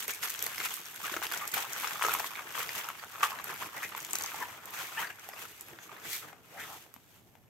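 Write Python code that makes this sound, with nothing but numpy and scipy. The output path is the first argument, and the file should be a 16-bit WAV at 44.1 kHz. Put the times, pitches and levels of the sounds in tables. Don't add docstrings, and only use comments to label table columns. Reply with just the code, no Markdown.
import sys
import numpy as np
from scipy import signal
from scipy.fft import rfft, irfft, next_fast_len
from scipy.io import wavfile
from scipy.ndimage import uniform_filter1d, map_coordinates

SR = 44100
rng = np.random.default_rng(int(sys.argv[2]) if len(sys.argv) > 2 else 0)


def volts(x):
    e = np.asarray(x, float) / 20
    return 10 ** e


def file_out(sig):
    cols = np.atleast_2d(sig).T
    lim = np.clip(cols, -1, 1)
    pcm = np.round(lim * 32767).astype(np.int16)
    wavfile.write(sys.argv[1], SR, pcm)


N = 330309

# peak time in seconds, rasp level in dB, hiss level in dB,
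# rise in seconds, fall in seconds; rise and fall are each over 10 dB.
TUGS = [(.03, -45.5, -43, 0.046, 0.04), (0.093, -41, -37.5, 0.011, 0.062),
        (0.236, -38.5, -36.5, 0.018, 0.055), (.29, -56, -41, 0.016, 0.11), (.434, -43, -43.5, 0.13, 0.23),
        (.6, -40.5, -41.5, 0.011, 0.076), (0.659, -38.5, -38.5, 0.055, 0.017),
        (.738, -48.5, -42, 0.078, 0.036), (1.051, -39, -39.5, 0.026, 0.098),
        (1.167, -44, -45, 0.037, 0.016), (1.237, -36.5, -38.5, 0.022, 0.027),
        (1.33, -37, -41, 0.013, 0.091), (1.437, -41.5, -67, 0.097, 0.084), (1.54, -40, -37, 0.0054, 0.024),
        (1.578, -35, -36.5, 0.05, 0.064), (1.84, -37, -39.5, 0.12, 0.18), (2.06, -37, -38.5, 0.045, 0.1),
        (2.12, -38.5, -39.5, 0.05, 0.08), (2.205, -50, -41.5, 0.031, 0.018), (2.27, -46, -38, 0.031, 0.012),
        (2.4, -48, -49.5, 0.28, 0.12), (2.594, -38.5, -39, 0.064, 0.07), (2.784, -40.5, -39, 0.1, 0.049),
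        (2.868, -41.5, -52, 0.25, 0.057), (3.028, -49.5, -65, 0.15, 0.059), (3.16, -44, -51.5, 0.054, 0.14),
        (3.238, -37, -36, 0.0099, 0.048), (3.337, -41, -51.5, 0.11, 0.097),
        (3.482, -40.5, -46.5, 0.048, 0.095), (3.622, -39, -41.5, 0.043, 0.064),
        (3.766, -38, -48.5, 0.029, 0.038), (3.84, -43.5, -44, 0.059, 0.049),
        (3.976, -44, -46, 0.016, 0.057), (4.425, -43.5, -46, 0.046, 0.025), (4.55, -55, -57, 0.026, 0.048),
        (4.738, -44, -43.5, 0.0038, 0.11), (4.785, -40.5, -42.5, 0.078, 0.24),
        (5.004, -35.5, -39.5, 0.036, 0.058), (5.103, -42.5, -69, 0.064, 0.014),
        (5.238, -49, -52.5, 0.054, 0.21), (5.417, -46, -45, 0.06, 0.05), (5.837, -65, -52.5, 0.047, 0.05),
        (5.927, -47.5, -56, 0.019, 0.084), (6.055, -43.5, -45, 0.03, 0.071),
        (6.134, -65, -34.5, 0.052, 0.068), (6.24, -47.5, -71, 0.052, 0.098), (6.6, -46, -45.5, 0.014, 0.11),
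        (6.7, -55, -62, 0.13, 0.18), (7.15, -64, -62, 0.12, 0.12)]
# time in seconds, rasp level in dB, hiss level in dB.
STEADY_DRAG = [(0, -63, -43.5), (.19, -56.5, -77), (.5, -62, -51), (.93, -51.5, -50), (1.7, -54.5, -49.5),
               (2.5, -48.5, -55.5), (3, -67, -53.5), (3.7, -56, -61), (4.28, -44, -44.5), (4.6, -48, -56),
               (5.2, -58.5, -75.5), (5.5, -57, -54.5), (5.7, -53.5, -57), (6, -59.5, -69), (6.4, -68, -67),
               (6.56, -52, -55), (6.77, -73, -50.5), (6.87, -90, -63.5), (7.49, -69.5, -74)]
# time in seconds, hum level in dB at a usual rasp.
SHEET_WEIGHT = [(0, -56.5), (.3, -57.5), (1.15, -58.5), (1.6, -59), (2.1, -58.5), (3.2, -60), (4.26, -56),
                (5, -58.5), (5.8, -54.5), (6.6, -50.5), (7.49, -54)]
# time in seconds, change in dB.
CRACKLINESS = [(0, 1), (3.9, -.5), (4.2, 1.5), (4.4, -2), (4.6, -8), (5, -7), (5.2, -4), (5.9, -2),
               (6.05, -9), (7.49, -3)]
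# frequency in Hz, relative level in dB per Hz.
RASP_SPECTRUM = [(300, -35), (650, -13), (800, -9), (1300, -3), (2500, -3), (3400, -6.5), (4200, -25.5),
                 (7000, -19.5)]
# frequency in Hz, relative level in dB per Hz.
HISS_SPECTRUM = [(1500, 2), (3500, 5), (5000, -3), (10000, 3), (15500, 4)]
# frequency in Hz, relative level in dB per Hz.
THRUM_SPECTRUM = [(90, 5), (170, 4.5), (270, 0), (325, 6.5), (375, 0.5), (428, 6.5), (520, -1), (900, -4)]
# start in seconds, level in dB, pitch in Hz, length in seconds.
CLEAR_POPS = [(0.081, -32, 2150, 0.0039), (0.229, -31, 2050, 0.0046), (0.281, -36, 2180, 0.0035),
              (0.3, -36, 1920, 0.0027), (0.467, -32, 2100, 0.0024), (0.58, -28.5, 2070, 0.0039),
              (0.612, -30, 1380, 0.0028), (0.655, -31.5, 1400, 0.0043), (0.773, -40.5, 1190, 0.0053),
              (1.08, -30, 1540, 0.0033), (1.114, -33, 1800, 0.0014), (1.14, -27.5, 1410, 0.0033),
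              (1.165, -25.5, 1293, 0.0025), (1.1693, -27.5, 1400, 0.0045), (1.219, -30, 1020, 0.0024),
              (1.225, -30.5, 1410, .005), (1.268, -25, 2900, 0.0013), (1.3153, -30.5, 1500, 0.0023),
              (1.321, -25.5, 1680, 0.002), (1.337, -28, 1480, 0.0076), (1.5688, -28, 840, 0.0045),
              (1.577, -24.5, 1140, 0.0044), (1.588, -29, 1100, 0.0025), (1.645, -32, 1170, 0.0021),
              (1.843, -31.5, 1275, 0.0063), (1.872, -24.5, 1490, 0.0019), (1.955, -32, 1280, 0.0072),
              (1.995, -29, 1310, 0.0027), (2.0114, -26.5, 1060, 0.005), (2.0225, -20.5, 1220, 0.0029),
              (2.039, -16.5, 1130, 0.0011), (2.048, -18.5, 1263, 0.0066), (2.0653, -25, 1160, 0.0026),
              (2.0845, -18.5, 1070, 0.0017), (2.092, -26.5, 1430, 0.0076), (2.109, -33, 1190, 0.0036),
              (2.118, -23.5, 1180, 0.002), (2.139, -26, 1240, 0.0034), (2.1493, -22, 1180, 0.0035),
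              (2.196, -28, 1810, 0.0019), (2.201, -26, 965, 0.0032), (2.243, -26, 1074, 0.0045),
              (2.354, -31, 2200, 0.0041), (2.3914, -33.5, 1120, 0.0065), (2.505, -36, 1600, 0.0023),
              (2.551, -33.5, 1284, 0.0063), (2.577, -31, 1180, 0.0045), (2.604, -24.5, 1300, 0.0024),
              (2.624, -32.5, 1280, 0.0078), (2.691, -26.5, 1980, 0.0038), (2.851, -35, 1210, 0.0045),
              (2.8867, -28, 1360, 0.0048), (2.901, -32.5, 1080, 0.0044), (2.9525, -39, 1300, 0.0033),
              (3.0375, -28.5, 1260, 0.0021), (3.1565, -34.5, 1450, 0.003), (3.207, -32, 1280, 0.005),
              (3.214, -34.5, 1190, 0.0028), (3.2288, -22.5, 1270, 0.0048), (3.231, -15.5, 1252, 0.0064),
              (3.239, -18.5, 1400, 0.0033), (3.242, -30, 1070, 0.0094), (3.318, -31.5, 1090, 0.0049),
              (3.398, -37, 1016, 0.008), (3.499, -34, 1153, 0.0099), (3.92, -37, 1286, 0.0076),
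              (3.949, -28, 1040, 0.004), (4.137, -36, 1116, 0.0052), (4.2437, -29, 970, 0.0027),
              (4.294, -36, 2640, 0.0018), (4.3434, -31, 960, 0.0046), (5.102, -38, 1640, 0.0092),
              (5.186, -44.5, 1440, 0.0028), (5.288, -37, 620, 0.0053), (5.335, -40.5, 1180, 0.0042),
              (5.685, -44, 1480, 0.0017), (5.788, -35, 1620, 0.0015), (5.892, -44.5, 1210, 0.009),
              (5.965, -40.5, 1880, 0.0036), (5.916, -39.5, 1160, 0.0045), (5.927, -47, 1610, 0.0051),
              (6.329, -44.5, 750, 0.0055), (6.862, -52, 760, 0.0044), (6.94, -50, 1000, 0.002),
              (6.9628, -46.5, 920, 0.0024), (7.353, -49.5, 1020, 0.0032)]
# start in seconds, level in dB, pitch in Hz.
CLEAR_TICKS = [(0.028, -28, 8100), (0.0408, -26, 14000), (0.0803, -20, 11500), (0.2323, -27, 12100),
               (0.24, -20, 12800), (0.246, -25, 11600), (0.2507, -28, 12300), (0.2967, -25, 8400),
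               (0.3024, -21, 12600), (0.3922, -28, 5500), (0.4254, -18, 11900), (0.441, -23, 13600),
               (0.4646, -20, 12700), (0.5822, -25.5, 14200), (0.6538, -18.5, 11500), (0.6584, -30, 4830),
               (0.7405, -20.5, 12400), (0.7669, -25, 13800), (0.8566, -32, 5300), (1.166, -32, 8000),
               (1.229, -33, 5760), (1.2665, -30, 12600), (1.2717, -34, 12100), (1.3154, -25, 13300),
               (1.322, -22.5, 11900), (1.3357, -23, 9000), (1.375, -27, 6440), (1.4769, -26.5, 8150),
               (1.5197, -30, 8500), (1.542, -18, 11900), (1.7327, -27, 6800), (1.8752, -28, 5700),
               (2.0276, -19, 11700), (2.0844, -28, 12400), (2.1222, -30, 12500), (2.1384, -18, 12500),
               (2.1976, -21, 14000), (2.5924, -23, 12500), (2.692, -36, 11900), (2.8438, -33, 5360),
               (2.888, -32, 12800), (3.2304, -26.5, 7740), (3.4426, -27, 12100), (3.5401, -32.5, 12200),
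               (3.5774, -34, 12400), (3.8916, -33, 11900), (3.966, -33, 12100), (3.9773, -30, 12200),
               (4.0038, -29, 6300), (4.0281, -30, 12100), (4.0487, -27, 8000), (4.1093, -28, 7300),
               (4.1325, -19, 7900), (4.1548, -18.5, 7700), (4.1863, -21, 8000), (4.211, -29, 5740),
               (4.2228, -25, 7650), (4.2373, -26, 6500), (4.261, -24.5, 6400), (4.6564, -30.5, 12000),
               (4.7065, -34, 12100), (5.1953, -35.5, 6700), (5.2893, -34, 12200), (5.6097, -28, 11900),
               (5.6854, -39, 11700), (5.9998, -44.5, 6400), (6.94, -37, 13000), (7.1423, -48, 11850),
               (7.3524, -59, 11500)]
# frequency in Hz, relative level in dB per Hz.
CRACK_SPECTRUM = [(1500, -11), (3000, -0.5), (5000, -3), (10000, 10.5), (15500, 8)]
# start in seconds, length in seconds, start pitch in Hz,
# end pitch in Hz, bandwidth in Hz, level in dB.
SCRAPES = [(0.111, 0.047, 2400, 2320, 250, -46.5), (1.032, 0.037, 1253, 1250, 110, -40.5),
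           (1.401, 0.053, 1207, 1170, 90, -40.5), (3.315, 0.04, 1147, 1146, 196, -44),
           (3.612, 0.022, 868, 1266, 100, -41.5), (3.759, 0.038, 1974, 2160, 295, -44.5),
           (3.819, 0.045, 2060, 2147, 537, -36.5), (4.404, 0.037, 1075, 890, 121, -37),
           (4.406, 0.04, 2110, 1400, 367, -39.5), (4.966, 0.056, 823, 1060, 89, -41.5),
           (4.962, 0.056, 1610, 2190, 149, -37), (4.959, 0.054, 2450, 3290, 387, -40),
           (5.013, 0.05, 1592, 1814, 398, -38), (5.785, .085, 6400, 6760, 585, -63),
           (6.104, 0.066, 2050, 2310, 308, -45.5), (6.518, 0.092, 562, 800, 196, -53.5),
           (6.563, 0.075, 1513, 2277, 600, -44), (6.598, 0.085, 2063, 1344, 516, -50.5),
           (6.599, .07, 3000, 3500, 600, -54), (6.659, 0.12, 955, 1160, 397, -51)]
# start in seconds, level in dB, pitch in Hz.
THUMPS = [(0.0809, -41, 460), (1.1172, -38, 344), (1.139, -38, 530), (1.1636, -32.5, 330),
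          (2.0486, -31, 420), (2.2, -44, 420), (2.4536, -45.5, 346), (2.5867, -44, 480), (3.4984, -43, 357),
          (4.1364, -45, 378), (5.335, -45.5, 620), (5.7304, -44.5, 367), (5.9193, -48, 386),
          (6.0523, -46, 322), (6.963, -49, 228)]
# frequency in Hz, time to fall 60 dB in seconds.
WALL_DECAY = [(300, 0.35), (1200, 0.15), (4000, 0.18), (12000, 0.14)]
# frequency in Hz, relative level in dB per Hz.
ROOM_SPECTRUM = [(18, -28), (30, -3.5), (97, 9), (505, -11), (656, -11.5), (830, -11.5), (2420, -48),
                 (9680, -33), (11900, -23), (15500, -28)]
# time in seconds, rise in dB.
ROOM_RISE = [(0, 1), (6.8, 2), (7.2, 6), (7.49, 4.5)]
# frequency in Hz, correlation from 0 to 1.
LIKENESS = [(60, 0.13), (150, 0.49), (380, 0.76), (950, 0.59), (2380, 0.072), (5980, 0.085), (15000, 0.54)]
# frequency in Hz, left gain in dB, right gain in dB.
PORT_RESPONSE = [(29.8, -11, -16.5), (100, -4.5, -2.5), (800, 2, 1.5), (3230, -0.5, -2.5), (4940, 4.5, 4),
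                 (5800, 7.5, 0), (6400, 6, 4.5), (8100, 4, -7.5), (10200, -5.5, -2.5), (11500, -9.5, 0),
                 (11700, -4, 6.5), (13250, -9, 4), (15750, -6, -5.5), (16100, -38, -40)]


def handling():
    t = np.arange(0, N, 32) / SR
    power = 0
    for s, rasp_db, hiss_db, rise, fall in TUGS:
        below_peak_db = 10 * np.where(t < s, (s - t) / rise, (t - s) / fall)
        power = power + volts([[rasp_db], [hiss_db]] - below_peak_db) ** 2
    tugs = np.array([np.interp(np.arange(N) / SR, t, p) for p in power])
    return 10 * np.log10(tugs + volts(curves(STEADY_DRAG)) ** 2)


def slide(rasp_db, hiss_db):
    usual_rasp_db, follow, smooth_s = -46, 0.7, 0.038
    smooth_rasp_db = uniform_filter1d(rasp_db, round(smooth_s * SR))
    thrum_db = curves(SHEET_WEIGHT)[0] + follow * (smooth_rasp_db - usual_rasp_db)

    grains = grainy(170, size_db=3.5, life_s=0.0012, grain_db=-0.7)
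    hz, t, z = signal.stft(grains, SR, nperseg=256)
    panels = uniform_filter1d(rng.standard_normal(z.shape[1:]), size=3, axis=0)
    panels = uniform_filter1d(panels, size=8, axis=1)
    frame_at = np.minimum(t * SR, N - 1).astype(int)
    brightness = np.clip(hiss_db - rasp_db, -8, 8)[frame_at]
    tilt_db = 0.55 * brightness * np.log2(np.clip(hz, 400, 4000) / 1400)[:, None]
    shaped = z * volts(2.6 * unit(panels) + tilt_db)

    rasp = unit(spread(signal.istft(shaped, nperseg=256)[1][:, :N], RASP_SPECTRUM))
    hiss = unit(spread(grainy(190, size_db=3.5, life_s=0.00074, grain_db=2), HISS_SPECTRUM))
    thrum = unit(spread(grainy(40, size_db=4.0, life_s=0.017, grain_db=-5), THRUM_SPECTRUM))
    jerk_db = 1.14 * wobble(45)
    return volts(rasp_db + jerk_db) * rasp + volts(hiss_db + jerk_db) * hiss + volts(thrum_db + jerk_db) * thrum


def pops(rasp_db):
    rings, puffs = np.zeros((2, N + SR)), np.zeros((2, N + SR))
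    t = np.arange(SR // 12) / SR
    s, db, high, long = lesser(rasp_db + 7.5, count=70)
    small = zip(s, db, 1390 * 2 ** (0.436 * high), 0.0025 * np.exp(0.53 * long))
    for s, db, hz, length in CLEAR_POPS + list(small):
        shape = swell(t, 0.095 * length, 0.79 * length)
        side = volts(rng.normal(0, 3.44) * np.array([[1], [-1]]))
        add(rings, s, volts(db) * side * shape * uneven_ring(t, hz, wander=0.12))
        edge = uneven_ring(t, hz * rng.uniform(1.634, 2.76), wander=0.13)
        add(rings, s, volts(db - 9.5) * side * swell(t, 0.00035, 0.8 * length) * edge)
        shiver = volts(-28.5) * np.exp(-t / (3 * length))
        puff = volts(-9.0) * shape + shiver
        add(puffs, s, volts(db) * side * puff * rng.standard_normal((2, len(t))))
    thin = signal.butter(2, 2 * 450 / SR, 'high')
    return signal.lfilter(*thin, rings[:, :N]) + spread(puffs[:, :N], RASP_SPECTRUM)


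def ticks(hiss_db):
    rings, splashes = np.zeros((2, N + SR)), np.zeros((2, N + SR))
    t = np.arange(SR // 25) / SR
    s, db, high, _ = lesser(hiss_db + 10, count=130)
    small = zip(s, db, np.clip(9000 * 2 ** (0.4 * high), 4000, 15000))
    for s, db, hz in CLEAR_TICKS + list(small):
        decay_s = 0.00045 * np.exp(rng.normal(0, 0.25))
        shape = (1 - np.exp(-t / 0.00005)) * np.exp(-t / decay_s)
        ring = shape * [uneven_ring(t, hz, wander=0.36)[port] for port in range(2)]
        burst = (shape + volts(-18) * np.exp(-t / 0.0038)) * rng.standard_normal((2, len(t)))
        burst = burst * np.linalg.norm(shape) / np.linalg.norm(burst, axis=1, keepdims=True)
        for late_s, gain_db in [(0, 0), (0.0013, -6.5)]:
            add(rings, s + late_s, volts(db + gain_db + 2.5) * ring)
            add(splashes, s + late_s, volts(db + gain_db - 0.5) * burst)
    return rings[:, :N] + spread(splashes[:, :N], CRACK_SPECTRUM)


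def scrapes():
    out = np.zeros((2, N + SR))
    for s, length, start_hz, end_hz, width_hz, db in SCRAPES:
        u = np.linspace(0, 1, round(length * SR))
        turns = np.cumsum(start_hz + (end_hz - start_hz) * u) / SR + rng.random()
        tone = np.exp(2j * np.pi * turns)
        knots = rng.standard_normal((6, int(length * 2000) + 4))
        knot_at = 2 * u * length * min(width_hz, 1000)
        waver = np.array([map_coordinates(k, [knot_at]) for k in knots])
        waver = waver[:3] + 1j * waver[3:]
        steady = np.exp(-width_hz / 80)
        band = (tone * (2 * steady + (1 - steady) * (waver[0] + 0.5 * waver[1:]))).real
        add(out, s, volts(db) * np.sin(np.pi * u) * unit(band))
    return out[:, :N]


def thumps():
    out, t = np.zeros((2, N + SR)), np.arange(SR // 12) / SR
    for s, db, hz in THUMPS:
        add(out, s, volts(db) * swell(t, 0.0013, 0.0086) * uneven_ring(t, hz, wander=0.062))
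    return out[:, :N]


def walls(x):
    out, step = np.zeros((2, N + SR)), SR // 4
    for start in range(0, N, step):
        hz, t, z = signal.stft(rng.standard_normal((2, SR // 5)), SR, nperseg=256)
        decay = volts(-60 * t / along(WALL_DECAY, hz)[:, None])
        shared = z + 0.68 * z[::-1]
        tail = signal.istft(shared * decay, SR, nperseg=256)[1]
        tail = tail / np.linalg.norm(tail[0])
        echo = signal.fftconvolve(x[:, start:start + step], tail, axes=1)
        add(out, start / SR + 0.003, echo)
    return out[:, :N]


def room_tone():
    rise_db, = curves(ROOM_RISE)
    level_db = -66.5 + rise_db + 0.53 * wobble(4.2)
    return volts(level_db) * unit(spread(rng.standard_normal((2, N)), ROOM_SPECTRUM))


def lesser(level_db, count):
    creases_end_s = 5.7
    where = (rng.random(count) * creases_end_s * SR).astype(int)
    scatter, spare_a, spare_b = rng.standard_normal((3, count))
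    db = (level_db + curves(CRACKLINESS)[0])[where] + 2 * np.clip(scatter, -3, 1)
    return where / SR, db, spare_a, spare_b


def grainy(per_s, size_db, life_s, grain_db):
    size = np.minimum(rng.exponential(size=N), 2.5)
    slips = (rng.random(N) < per_s / SR) * volts(size_db * size + curves(CRACKLINESS)[0])
    jumps = signal.lfilter([1], [1, -np.exp(-1 / (life_s * SR))], slips)
    return (1 + volts(grain_db) * jumps) * rng.standard_normal((2, N))


def uneven_ring(t, hz, wander):
    walk = np.cumsum(rng.standard_normal((3, len(t))), axis=1)
    turns = hz * t + rng.random()
    return np.sin(2 * np.pi * turns + wander * (walk[0] + 0.21 * walk[1:]))


def swell(t, rise, length):
    return (1 - np.exp(-t / rise)) * np.exp(-(t / length) ** 2)


def spread(pair, spectrum):
    ends = [(0.52, -120)] + list(spectrum) + [(SR / 2, -40)]

    def response(hz):
        turn = np.arccos(np.clip(along(LIKENESS, hz), 0, 1)) / 2
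        return unit(volts(along(ends, hz))) * [np.cos(turn), np.sin(turn)]

    mid, side = filtered(pair, response)
    return np.array([mid + side, mid - side])


def filtered(x, response):
    m = next_fast_len(N + SR // 2)
    return irfft(rfft(x, m) * response(np.fft.rfftfreq(m, 1 / SR)), m)[..., :N]


def along(points, hz, column=1):
    rows = np.transpose(points)
    return np.interp(np.log(hz + 1), np.log(rows[0] + 1), rows[column])


def curves(rows):
    s, *columns = np.transpose(rows)
    return [np.interp(np.arange(N) / SR, s, c) for c in columns]


def wobble(rate):
    knots = rng.standard_normal(int(N * rate / SR) + 4)
    return map_coordinates(knots, [np.arange(N) * rate / SR])


def unit(x):
    return x / np.sqrt(np.mean(x ** 2) + 1e-20)


def add(out, s, sound):
    out[..., max(round(s * SR), 0):][..., :sound.shape[-1]] += sound


def scene():
    rasp_db, hiss_db = handling()
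    snaps = pops(rasp_db) + thumps() + scrapes()
    cracks = ticks(hiss_db)
    echoes = volts(-7.5) * walls(snaps + cracks)
    return snaps + cracks + echoes + slide(rasp_db, hiss_db) + room_tone()


def roll_off(x):
    return signal.sosfilt(signal.butter(12, 16980, fs=SR, output="sos"), x)


def record(dry):
    ports = filtered(dry, lambda hz: volts([along(PORT_RESPONSE, hz, column=c) for c in (1, 2)]))
    return roll_off(ports)


dry = scene()
out = record(dry)
file_out(out)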